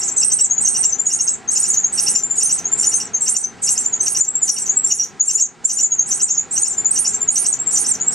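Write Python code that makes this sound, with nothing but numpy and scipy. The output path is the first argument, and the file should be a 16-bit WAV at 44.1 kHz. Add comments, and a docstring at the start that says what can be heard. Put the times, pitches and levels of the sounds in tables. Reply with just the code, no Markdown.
"""Two nestlings begging close by

They beg in a nest on a sheltered wooden ledge, close to a camcorder's microphone pair. One chick pipes runs of
nearly pure peeps, about 14 a second: gliding sines with a faint overtone. Another screeches in two-voiced
arches with beating sidebands, which break into low, raspy dips. The boards answer with short noise tails;
behind, filtered noise makes an outdoor murmur, and the background level drops and recovers here and there. The
camcorder combs out the harmonics of its motor, ducks at high peaks and cuts the top of the band."""
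import sys
import numpy as np
from scipy import signal
from scipy.fft import rfft, irfft, next_fast_len
from scipy.io import wavfile
from scipy.ndimage import uniform_filter1d, map_coordinates

SR = 44100
rng = np.random.default_rng(int(sys.argv[2]) if len(sys.argv) > 2 else 0)


def inscribe(sig):
    """Save sig as 16-bit PCM at rate SR to the path in sys.argv[1].

    A 1-D sig is mono; a 2-D sig holds one channel per row.
    Samples are clipped to [-1, 1] before scaling.
    """
    pcm = np.round(np.clip(np.atleast_2d(sig).T, -1, 1) * 32767)
    wavfile.write(sys.argv[1], SR, pcm.astype(np.int16))


N = 358974

T = np.arange(-round(.06 * SR), round(.06 * SR)) / SR  # seconds around the middle of a note

# screeches, one call a row, before the scatter and trims of the notes: highest_arch_s, end_s,
# top_pitch_hz, last_arch_pitch_hz, level_db, last_arch_level_db, second_voice_db, sideband_db,
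# first_dip_pitch_hz, dips_level_db, closing_fall_level_db
SCREECH_CALLS = [(-0.020, 0.088, 8160, 7980, -10.5, -16, -23.5, -34, 5650, -26.5, -21),
                 (0.267, 0.452, 8536, 7860, -10, -5.5, -25, -32, 5430, -21, -23),
                 (0.712, 0.900, 8760, 7640, -11.5, -11.5, -26, -33.5, 5650, -21.5, -38),
                 (1.155, 1.350, 8890, 7910, -23, -15.5, -27.5, -35, 5600, -28, -40),
                 (1.609, 1.743, 8740, 8770, -15, -18, -23.5, -25, 5450, -23.5, -19),
                 (2.03, 2.19, 8910, 8920, -17, -20.5, -28, -24, 5660, -21, -20),
                 (2.459, 2.590, 9040, 8620, -17.5, -17.5, -24.5, -24.5, 5650, -24.5, -22.5),
                 (2.881, 3.075, 8980, 7680, -16, -21, -25, -26, 5580, -24.5, -54),
                 (3.313, 3.445, 8890, 8600, -19.5, -15.5, -29, -29, 5540, -23.5, -31),
                 (3.724, 3.845, 8940, 8350, -21.5, -22, -21, -21.5, 5530, -23, -28),
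                 (4.115, 4.246, 8850, 8350, -17, -19.5, -28, -23.5, 5730, -21.5, -22),
                 (4.53, 4.668, 9100, 8660, -20.5, -25, -22.5, -22, 5910, -21, -19.5),
                 (4.958, 5.041, 8720, 8620, -28, -34, -24.5, -27.5, 5660, -23, -20.5),
                 (5.344, 5.461, 8980, 7590, -31, -13, -26.5, -26.5, 5730, -25.5, -36.5),
                 (5.748, 5.863, 8740, 7890, -26, -19.5, -20, -28.5, 5930, -25, -33),
                 (6.163, 6.347, 8840, 7200, -35, -10, -16.5, -29, 6080, -24.5, -35),
                 (6.615, 6.735, 8830, 8450, -17, -21, -24, -30.5, 5980, -24, -29.5),
                 (7.012, 7.145, 8960, 8380, -13.5, -19.5, -25.5, -23.5, 5870, -22, -23.5),
                 (7.411, 7.540, 9020, 8380, -14, -12, -31.5, -24, 5800, -23.5, -26.5),
                 (7.811, 7.946, 8830, 8480, -15.5, -17, -21.5, -22.5, 5860, -24, -24.5),
                 (8.216, 8.345, 8680, 8400, -19, -20, -26.5, -26, 5700, -25, -30)]


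def amp(db):
    """Decibels as an amplitude factor."""
    return 10 ** (np.asarray(db) / 20)


def unit(x):
    """The signal scaled to an rms of 1."""
    return x / np.sqrt(np.mean(x ** 2) + 1e-20)


def along(points, hz):
    """Values between (Hz, value) points, joined on a logarithmic frequency axis."""
    f, v = np.transpose(points)
    return np.interp(np.log(hz + 1), np.log(f + 1), v)


def wobble(rate, size=len(T)):
    """A smooth random curve with rate knots a second."""
    knots = rng.standard_normal(int(size * rate / SR) + 4)
    return map_coordinates(knots, [np.arange(size) * rate / SR])


def filtered(x, response):
    """The signal shaped by a complex response of frequency."""
    m = next_fast_len(x.shape[-1] + SR // 2)  # half a second of padding or more
    spectrum = rfft(x, m) * response(np.fft.rfftfreq(m, 1 / SR))
    return irfft(spectrum, m)[..., :x.shape[-1]]


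def pair(alike, size):
    """Stereo noise from a mid and a side, balanced by frequency to set how alike left and right are."""
    def balance(hz):
        turn = np.arccos(np.clip(along(alike, hz), -1, 1)) / 2
        return np.array([np.cos(turn), np.sin(turn)])

    mid, side = filtered(rng.standard_normal((2, size)), balance)
    return np.array([mid + side, mid - side])


def gesture(points):
    """The (s, value) points of one note, joined by lines with rounded corners."""
    s, v = np.transpose(points)
    return uniform_filter1d(np.interp(T, np.sort(s), v), size=130)


def tone(hz):
    """A sine of rms 1 on a moving pitch, from a random phase."""
    cycles = np.cumsum(hz) / SR + rng.random()
    return np.sqrt(2) * np.sin(2 * np.pi * cycles)


def add(track, s, note):
    """Lay a note into a track with its middle at s."""
    at = round(s * SR) - len(T) // 2 + np.arange(len(T))
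    inside = (at >= 0) & (at < N)
    track[..., at[inside]] += note[..., inside]


def peeps(overtone_db=-48, waver=0.0036, hoarse=0.028, rest_hz=7700, climb=.55, sink_hz=250,
          throat_top_hz=14200):
    """Each peep drops in from above, swells at the bottom and fades; unless slack, it climbs again."""
    pan_mean_db, pan_scatter_db = 1.95, 2  # left over right; random scatter from peep to peep
    out = np.zeros((2, N))
    swell_db = gesture([(-.024, -80), (-.015, -9), (-.0075, -10), (-.0045, 4.5), (.004, 1),
                        (.011, -8.5), (.02, -9), (.033, -21), (.055, -60)])
    for s, hz, db, hoarseness, slack in peep_notes():
        pan_db = rng.normal(pan_mean_db, pan_scatter_db)
        rise = max(rest_hz - hz, 0) * climb * (1 - slack) - sink_hz * slack
        glide = hz + gesture([(-.021, 604.5), (-.013, 15), (-.006, -100), (.003, 36.5),
                              (.022, rise + 30), (.034, rise + 120), (.05, rise - 250)])
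        # hoarseness shakes the pitch fast, on top of a finer waver and a slow drift
        shake = waver * wobble(253) + hoarse * hoarseness ** 2 * wobble(912) + 0.0026 * wobble(74.0)
        pitch = glide * (1 + shake)
        loud = amp(db + swell_db + 3 * hoarseness * wobble(300))
        # the overtone is lost where it climbs past the top of the throat's range
        overtone = amp(overtone_db + 5 * wobble(260)) / (1 + (2 * pitch / throat_top_hz) ** 20)
        note = loud * (tone(pitch) + overtone * tone(2 * pitch))
        add(out, s, note * amp([[pan_db / 2], [-pan_db / 2]]))
    return out


def peep_notes():
    """Evenly spaced peeps in runs. Yields (s, Hz, dB, hoarseness, slackness)."""
    # runs of peeps: first_peep_s, last_peep_s, first_pitch_hz, top_pitch_hz, last_pitch_hz,
    # fall_lateness (power), first_level_db, middle_level_db, last_level_db, opening_hoarseness (0-1)
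    runs = [(0.12, 0.187, 7590, 7590, 6220, 1, -22, -23, -19.5, 0.9),
            (0.515, 0.657, 6560, 6860, 6400, 1, -8.5, -14.5, -16.5, 0.26),
            (0.931, 1.282, 6130, 7110, 6350, 0.58, -16.5, -15.5, -16.5, 0.1),
            (1.493, 1.85, 6380, 6980, 6550, 2.2, -18, -15.5, -11, 0.1),
            (2.166, 2.463, 7160, 7206, 6240, 2.6, -12, -16, -15.5, 0.18),
            (2.66, 2.947, 6570, 7240, 6300, 2.6, -16, -10, -13.5, 0.1),
            (3.151, 3.445, 6400, 7510, 6086, 3.1, -16, -18.5, -17, 0.3),
            (3.648, 4.011, 6960, 7480, 6224, 2.02, -21, -17, -16.5, 0.9),
            (4.214, 4.505, 6990, 7540, 5800, 3.25, -10.5, -10.5, -13, .5),
            (4.7, 5.002, 6770, 7635, 5770, 1.9, -12.5, -13, -13, 0.88),
            (5.213, 5.43, 6756, 7490, 6525, 0.98, -10, -15, -10.5, 0.3),
            (5.702, 5.999, 6920, 7080, 6447, 1, -25.5, -11, -10, 0),
            (6.239, 6.384, 7050, 6780, 6800, 1.2, -13, -15.5, -13.5, 0.7),
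            (6.637, 6.862, 6920, 7220, 6920, 1.9, -12, -21, -9.5, .3),
            (7.079, 7.293, 7000, 7490, 6810, 1.36, -17, -17.5, -10, .7),
            (7.533, 7.75, 6850, 7530, 7160, 2.2, -19, -14.5, -17.5, 0.9),
            (8.016, 8.081, 6880, 7620, 7550, 1, -17, -12, -14.5, 0.9)]
    gap_s = .073  # approximate: the peeps share out the run evenly
    hoarse_kept, hoarse_least = .45, 0.19  # share left at the next peep; the clearest a peep gets
    # a last peep that sinks below this pitch goes slack: hoarse, with no climb
    slack_hz, slack_span_hz, slack_hoarseness = 6480, 656, 0.72
    for start, end, first_hz, top_hz, last_hz, lateness, first_db, middle_db, last_db, opening in runs:
        count = round((end - start) / gap_s) + 1
        for k, u in enumerate(np.linspace(0, 1, count)):
            sunk = (max(k - 1, 0) / (count - 2)) ** lateness if count > 2 else 1
            hz = top_hz + (last_hz - top_hz) * sunk if k else first_hz
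            db = np.interp(u, [0, .5, 1], [first_db, middle_db, last_db])
            slack = np.clip((slack_hz - hz) / slack_span_hz, 0, 1) if k == count - 1 else 0
            hoarseness = max(opening * hoarse_kept ** k, slack_hoarseness * slack, hoarse_least)
            yield start + u * (end - start), hz, db, hoarseness, slack


def arches(fall_hz=800, half_width=.03, gap_hz=740, waver=0.0054, rasp_db=-13, fundamental_db=-43,
           wander_hz=120):
    """Two sides of the syrinx arch in parallel; their beating throws sidebands, most just before the top."""
    out, rasp = np.zeros(N), np.zeros(N)
    swell = amp(gesture([(-.042, -70), (-.029, -2.5), (-.02, 0.5), (.004, -1.16), (.017, -2),
                         (.031, -5), (.055, -52.5)]))
    crest = amp(gesture([(-.032, -33), (-.019, -7.5), (-.009, 0), (.004, -0.5), (.016, -0.5),
                         (.04, -36)]))
    for s, hz, db, second_db, sideband_db in arch_notes():
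        arch_hz = hz + 70 - fall_hz * np.minimum((T / half_width) ** 2, 2)  # half_width in seconds
        first = arch_hz * (1 + waver * wobble(491.4) + 0.00932 * wobble(111.85))
        # the second voice wanders on its own, so the sidebands bend apart
        gap = gap_hz * (1 + 0.077 * wobble(702)) + wander_hz * wobble(70)
        first_voice = amp(db - 7.0 + 4.4 * wobble(133.5)) * tone(first)
        second_voice = amp(second_db - 4.0 + 7.5 * wobble(107)) * tone(first - gap)
        above = tone(first + gap)
        above = above + crest * amp(-7) * tone(first + 2 * gap)
        above = above + crest * amp(-12.5) * tone(first + 3 * gap)
        below = amp(min(second_db, sideband_db) - 2) * tone(first - 3 * gap)
        sidebands = crest * (amp(sideband_db - 5 + 3.4 * wobble(198)) * above + below)
        # the throat favours the second harmonic: the fundamental is barely there
        fundamental = amp(db + fundamental_db) * tone(first / 2)
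        add(out, s, swell * (first_voice + second_voice + fundamental) + sidebands)
        # the louder the call and its sidebands, the more it rasps
        rasp_level = amp(0.34 * db + 0.79 * sideband_db + rasp_db)
        flutter = amp(4.5 * wobble(400))
        add(rasp, s, swell * rasp_level * flutter)
    return out, rasp


def arch_notes():
    """Screeches rise to the second arch, then droop. Yields (s, top Hz, dB, second voice dB, sideband dB)."""
    # arches of any screech, relative to the call: after_highest_s, second_voice_db, sideband_db
    arch_steps = [(-.075, -3, 1.5), (0, -3, 1.5), (.083, 2, -2), (.16, -6, -38)]
    opening_hz, droop_power = 416, 3.4  # first arch lies below the top; later ones sink ever faster
    sideband_db_per_khz2 = 24  # the voices beat less as the pitch sinks from the top
    for peak, end, top_hz, last_hz, db, last_db, second_db, sideband_db, *_ in SCREECH_CALLS:
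        sung = [arch for arch in arch_steps if peak + arch[0] < end - .01]
        for k, (delay, second_step, sideband_step) in enumerate(sung):
            droop = (max(k - 1, 0) / max(len(sung) - 2, 1)) ** droop_power
            sag_hz = (top_hz - last_hz) * droop if k else opening_hz
            sag_loss_db = sideband_db_per_khz2 * (sag_hz / 1000) ** 2
            yield (peak + delay, top_hz - sag_hz, db + (last_db - db) * droop,
                   second_db + second_step, sideband_db + sideband_step - sag_loss_db)


def dips(rough=.024, fundamental_db=-17.5, throat_hz=2660, throat_width=230, overtone_db=-25, rasp_db=-12):
    """The screech breaks to a low, rough note; it sweeps up again unless the call ends there."""
    out, rasp = np.zeros(N), np.zeros(N)
    for s, hz, db, sweep_db, climb, harsh_db in dip_notes():
        fall = 648.5 + 60 * np.clip(db - sweep_db, 0, 12)
        glide = hz + gesture([(-.018, fall), (-.009, 0.301 * fall), (-.001, -200),
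                              (.007, 400 * climb - 290), (.015, 1000 * climb - 250),
                              (.03, 2100 * climb - 200)])
        pitch = glide * (1 + rough * wobble(1400) + 0.019 * wobble(215.8))
        contour_db = gesture([(-.018, -90.5), (-.011, db - 1.5), (.002, db + 0.087),
                              (.013, sweep_db - .7), (.021, sweep_db - 28), (.04, -92)])
        loud = amp(contour_db + 2.4 * wobble(400))
        # the fundamental shows only while it passes the lowest throat resonance
        resonance = 1 / (1 + ((glide / 2 - throat_hz) / throat_width) ** 4)
        low = amp(fundamental_db + 2.5 * wobble(115.4)) * resonance
        # the overtone fades as the sweep carries it out of the throat's range
        high = amp(overtone_db) / (1 + (2 * glide / 12800) ** 20)
        add(out, s, loud * (tone(pitch) + low * tone(pitch / 2) + high * tone(2 * pitch)))
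        add(rasp, s, loud * amp(rasp_db + harsh_db))
    return out, rasp


def dip_notes():
    """Dips between arches, then a closing fall. Yields (s, base Hz, dB, sweep dB, climb share, extra rasp dB)."""
    # dips of any screech, relative to the call: after_highest_arch_s, level_db, upward_sweep_db
    dip_steps = [(-.0445, 0.5, 11), (0.0432, -1, 9), (0.13, 1.5, 1)]
    later_dip_hz = 5630  # base pitch of every dip but the first, before scatter
    scatter_hz, scatter_db = 69.6, 1.5
    shallow_db_per_khz = 17  # the less deep a dip, the louder
    # sideband level of an ordinary screech; a purer call rasps less in its dips too
    ordinary_sideband_db, rasp_follows = -26, .4
    # the last note sinks on where a dip would sweep up
    closing_hz, closing_sweep_db, closing_climb = 6440, -5, -0.18
    for peak, end, *_, sideband_db, first_hz, dips_db, closing_db in SCREECH_CALLS:
        harsh_db = rasp_follows * (sideband_db - ordinary_sideband_db)
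        for k, (delay, step_db, sweep_db) in enumerate(dip_steps):
            hz = rng.normal(later_dip_hz if k else first_hz, scatter_hz)
            shallow_db = shallow_db_per_khz * (hz - later_dip_hz) / 1000
            db = rng.normal(dips_db + step_db + shallow_db, scatter_db)
            if peak + delay < end - .025:
                yield peak + delay, hz, db, dips_db + sweep_db, 1, harsh_db
        yield end, closing_hz, closing_db, closing_db + closing_sweep_db, closing_climb, harsh_db


def rasp_hiss():
    """Steady noise in the colour of the screeching throat, to be shaped by the rasp of the notes."""
    # colour of the rasp: frequency_hz, relative_density_db (per Hz)
    rasp_colour = [(1500, -29), (2650, -8), (3500, -18), (4600, -4.5), (5700, -2.5), (7500, 8.5),
                   (9500, -17), (11300, -4.5), (12600, -18), (15000, -37)]
    return unit(filtered(rng.standard_normal(N), lambda hz: amp(along(rasp_colour, hz))))


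def ports(x):
    """High notes reach the two microphone ports with different strength and phase."""
    # the screeching chick at the microphone pair: frequency_hz, left_over_right_db, left_lead_radians
    port_differences = [(4500, 0, 0), (5600, -1, 0.1), (6120, 1.5, 1.2), (6900, -3, 0.04), (7850, 2, -1.9),
                        (8540, -8.5, -1.6), (9260, -5.5, -0.3), (10240, -9, -0.36), (11460, 2.5, 2.15)]
    f, tilt_db, lead = np.transpose(port_differences)

    def left_and_right(hz):
        strength = amp(np.interp(hz, f, tilt_db) / 2)
        half = strength * np.exp(.5j * np.interp(hz, f, lead))
        return np.array([half, 1 / half])

    return filtered(x, left_and_right)


def boards(x, t60=0.16, count=24):
    """The boards round the nest answer with brief noise tails that slowly change."""
    # stereo likeness of the answer: frequency_hz, left_right_likeness (-1 to 1)
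    echo_likeness = [(4500, 1), (5600, .97), (6900, 0.86), (8000, 0.15), (11000, 0.05)]
    t, out = np.arange(SR // 5) / SR, np.zeros((2, N))
    place = np.linspace(0, count - 1, N)
    for k in range(count):
        # the decay is 60 dB in t60 seconds, after 1.5 ms of silence
        tail = pair(echo_likeness, len(t)) * amp(-60 * t / t60) * (t > .0015)
        tail = tail / np.linalg.norm(tail[0])
        # neighbouring tails crossfade
        near = np.flatnonzero(abs(place - k) < 1)
        part = x[:, near] * (1 - abs(place[near] - k))
        echo = signal.fftconvolve(part, tail, axes=1)[:, :N - near[0]]
        out[:, near[0]:near[0] + echo.shape[1]] += echo
    return out


def air():
    """A distant outdoor murmur of coloured stereo noise; the background level drops and recovers here and
    there."""
    # course of the murmur, before the lift: time_s, level_db
    murmur_course = [(0.0, -41.5), (0.41, -40), (0.84, -41), (1.11, -44.5), (2.15, -40), (2.38, -43),
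                     (2.81, -38.5), (3.38, -44.5), (4.06, -41), (4.76, -41), (4.9, -44.5), (5.58, -47),
                     (6.08, -41.5), (6.44, -43.5), (7.0, -38.5), (7.37, -41.5), (7.89, -40), (8.14, -39.5)]
    # colour of the murmur: frequency_hz, relative_density_db (per Hz)
    murmur_colour = [(25, -16.5), (55, -1.5), (90, -1), (140, 0.5), (240, 2.5), (420, 1), (580, -8.5),
                     (800, 0.5), (1050, -7), (1350, -4.5), (2200, -9), (3200, -15.5), (5000, -18),
                     (8000, -18), (11000, -43), (15000, -57)]
    # stereo likeness of the murmur: frequency_hz, left_right_likeness (-1 to 1)
    murmur_likeness = [(30, -0.43), (70, -0.68), (140, 0.55), (350, 0.85), (700, 0.63), (1400, 1),
                       (3000, 1)]
    lift_db = 2
    noise = pair(murmur_likeness, N)
    murmur = unit(filtered(noise, lambda hz: amp(along(murmur_colour, hz))))
    level_db = np.interp(np.arange(N) / SR, *np.transpose(murmur_course)) + lift_db
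    return murmur * amp(level_db)


def scene():
    """Both chicks, the answer of the boards and the outdoor air."""
    arch, arch_rasp = arches()
    dip, dip_rasp = dips()
    screeches = arch + dip + rasp_hiss() * (arch_rasp + dip_rasp)
    chicks = peeps() + ports(screeches)
    boards_db = -4.5
    return chicks + amp(boards_db) * boards(chicks) + air()


def record(dry, feedback=0.6, depth=0.82, ceiling_db=-4, release_db_per_s=30):
    """A comb notches the motor's harmonics, gain ducks at high peaks and creeps back, and the band ends."""
    motor_hz, top_hz = 299.7, 15400

    def comb(hz):
        turn = np.exp(-2j * np.pi * hz / motor_hz)  # a delay of one motor period
        return 1 - depth * (1 - feedback) * turn / (1 - feedback * turn)

    x = filtered(dry, comb)
    need_db = np.minimum(0, ceiling_db - 20 * np.log10(abs(x).max(0) + 1e-9))
    creep_db = release_db_per_s * np.arange(N) / SR
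    gain_db = np.minimum.accumulate(need_db - creep_db) + creep_db
    levelled = x * amp(uniform_filter1d(gain_db, size=130))
    return filtered(levelled, lambda hz: hz < top_hz)


dry = scene()
out = record(dry)
inscribe(out)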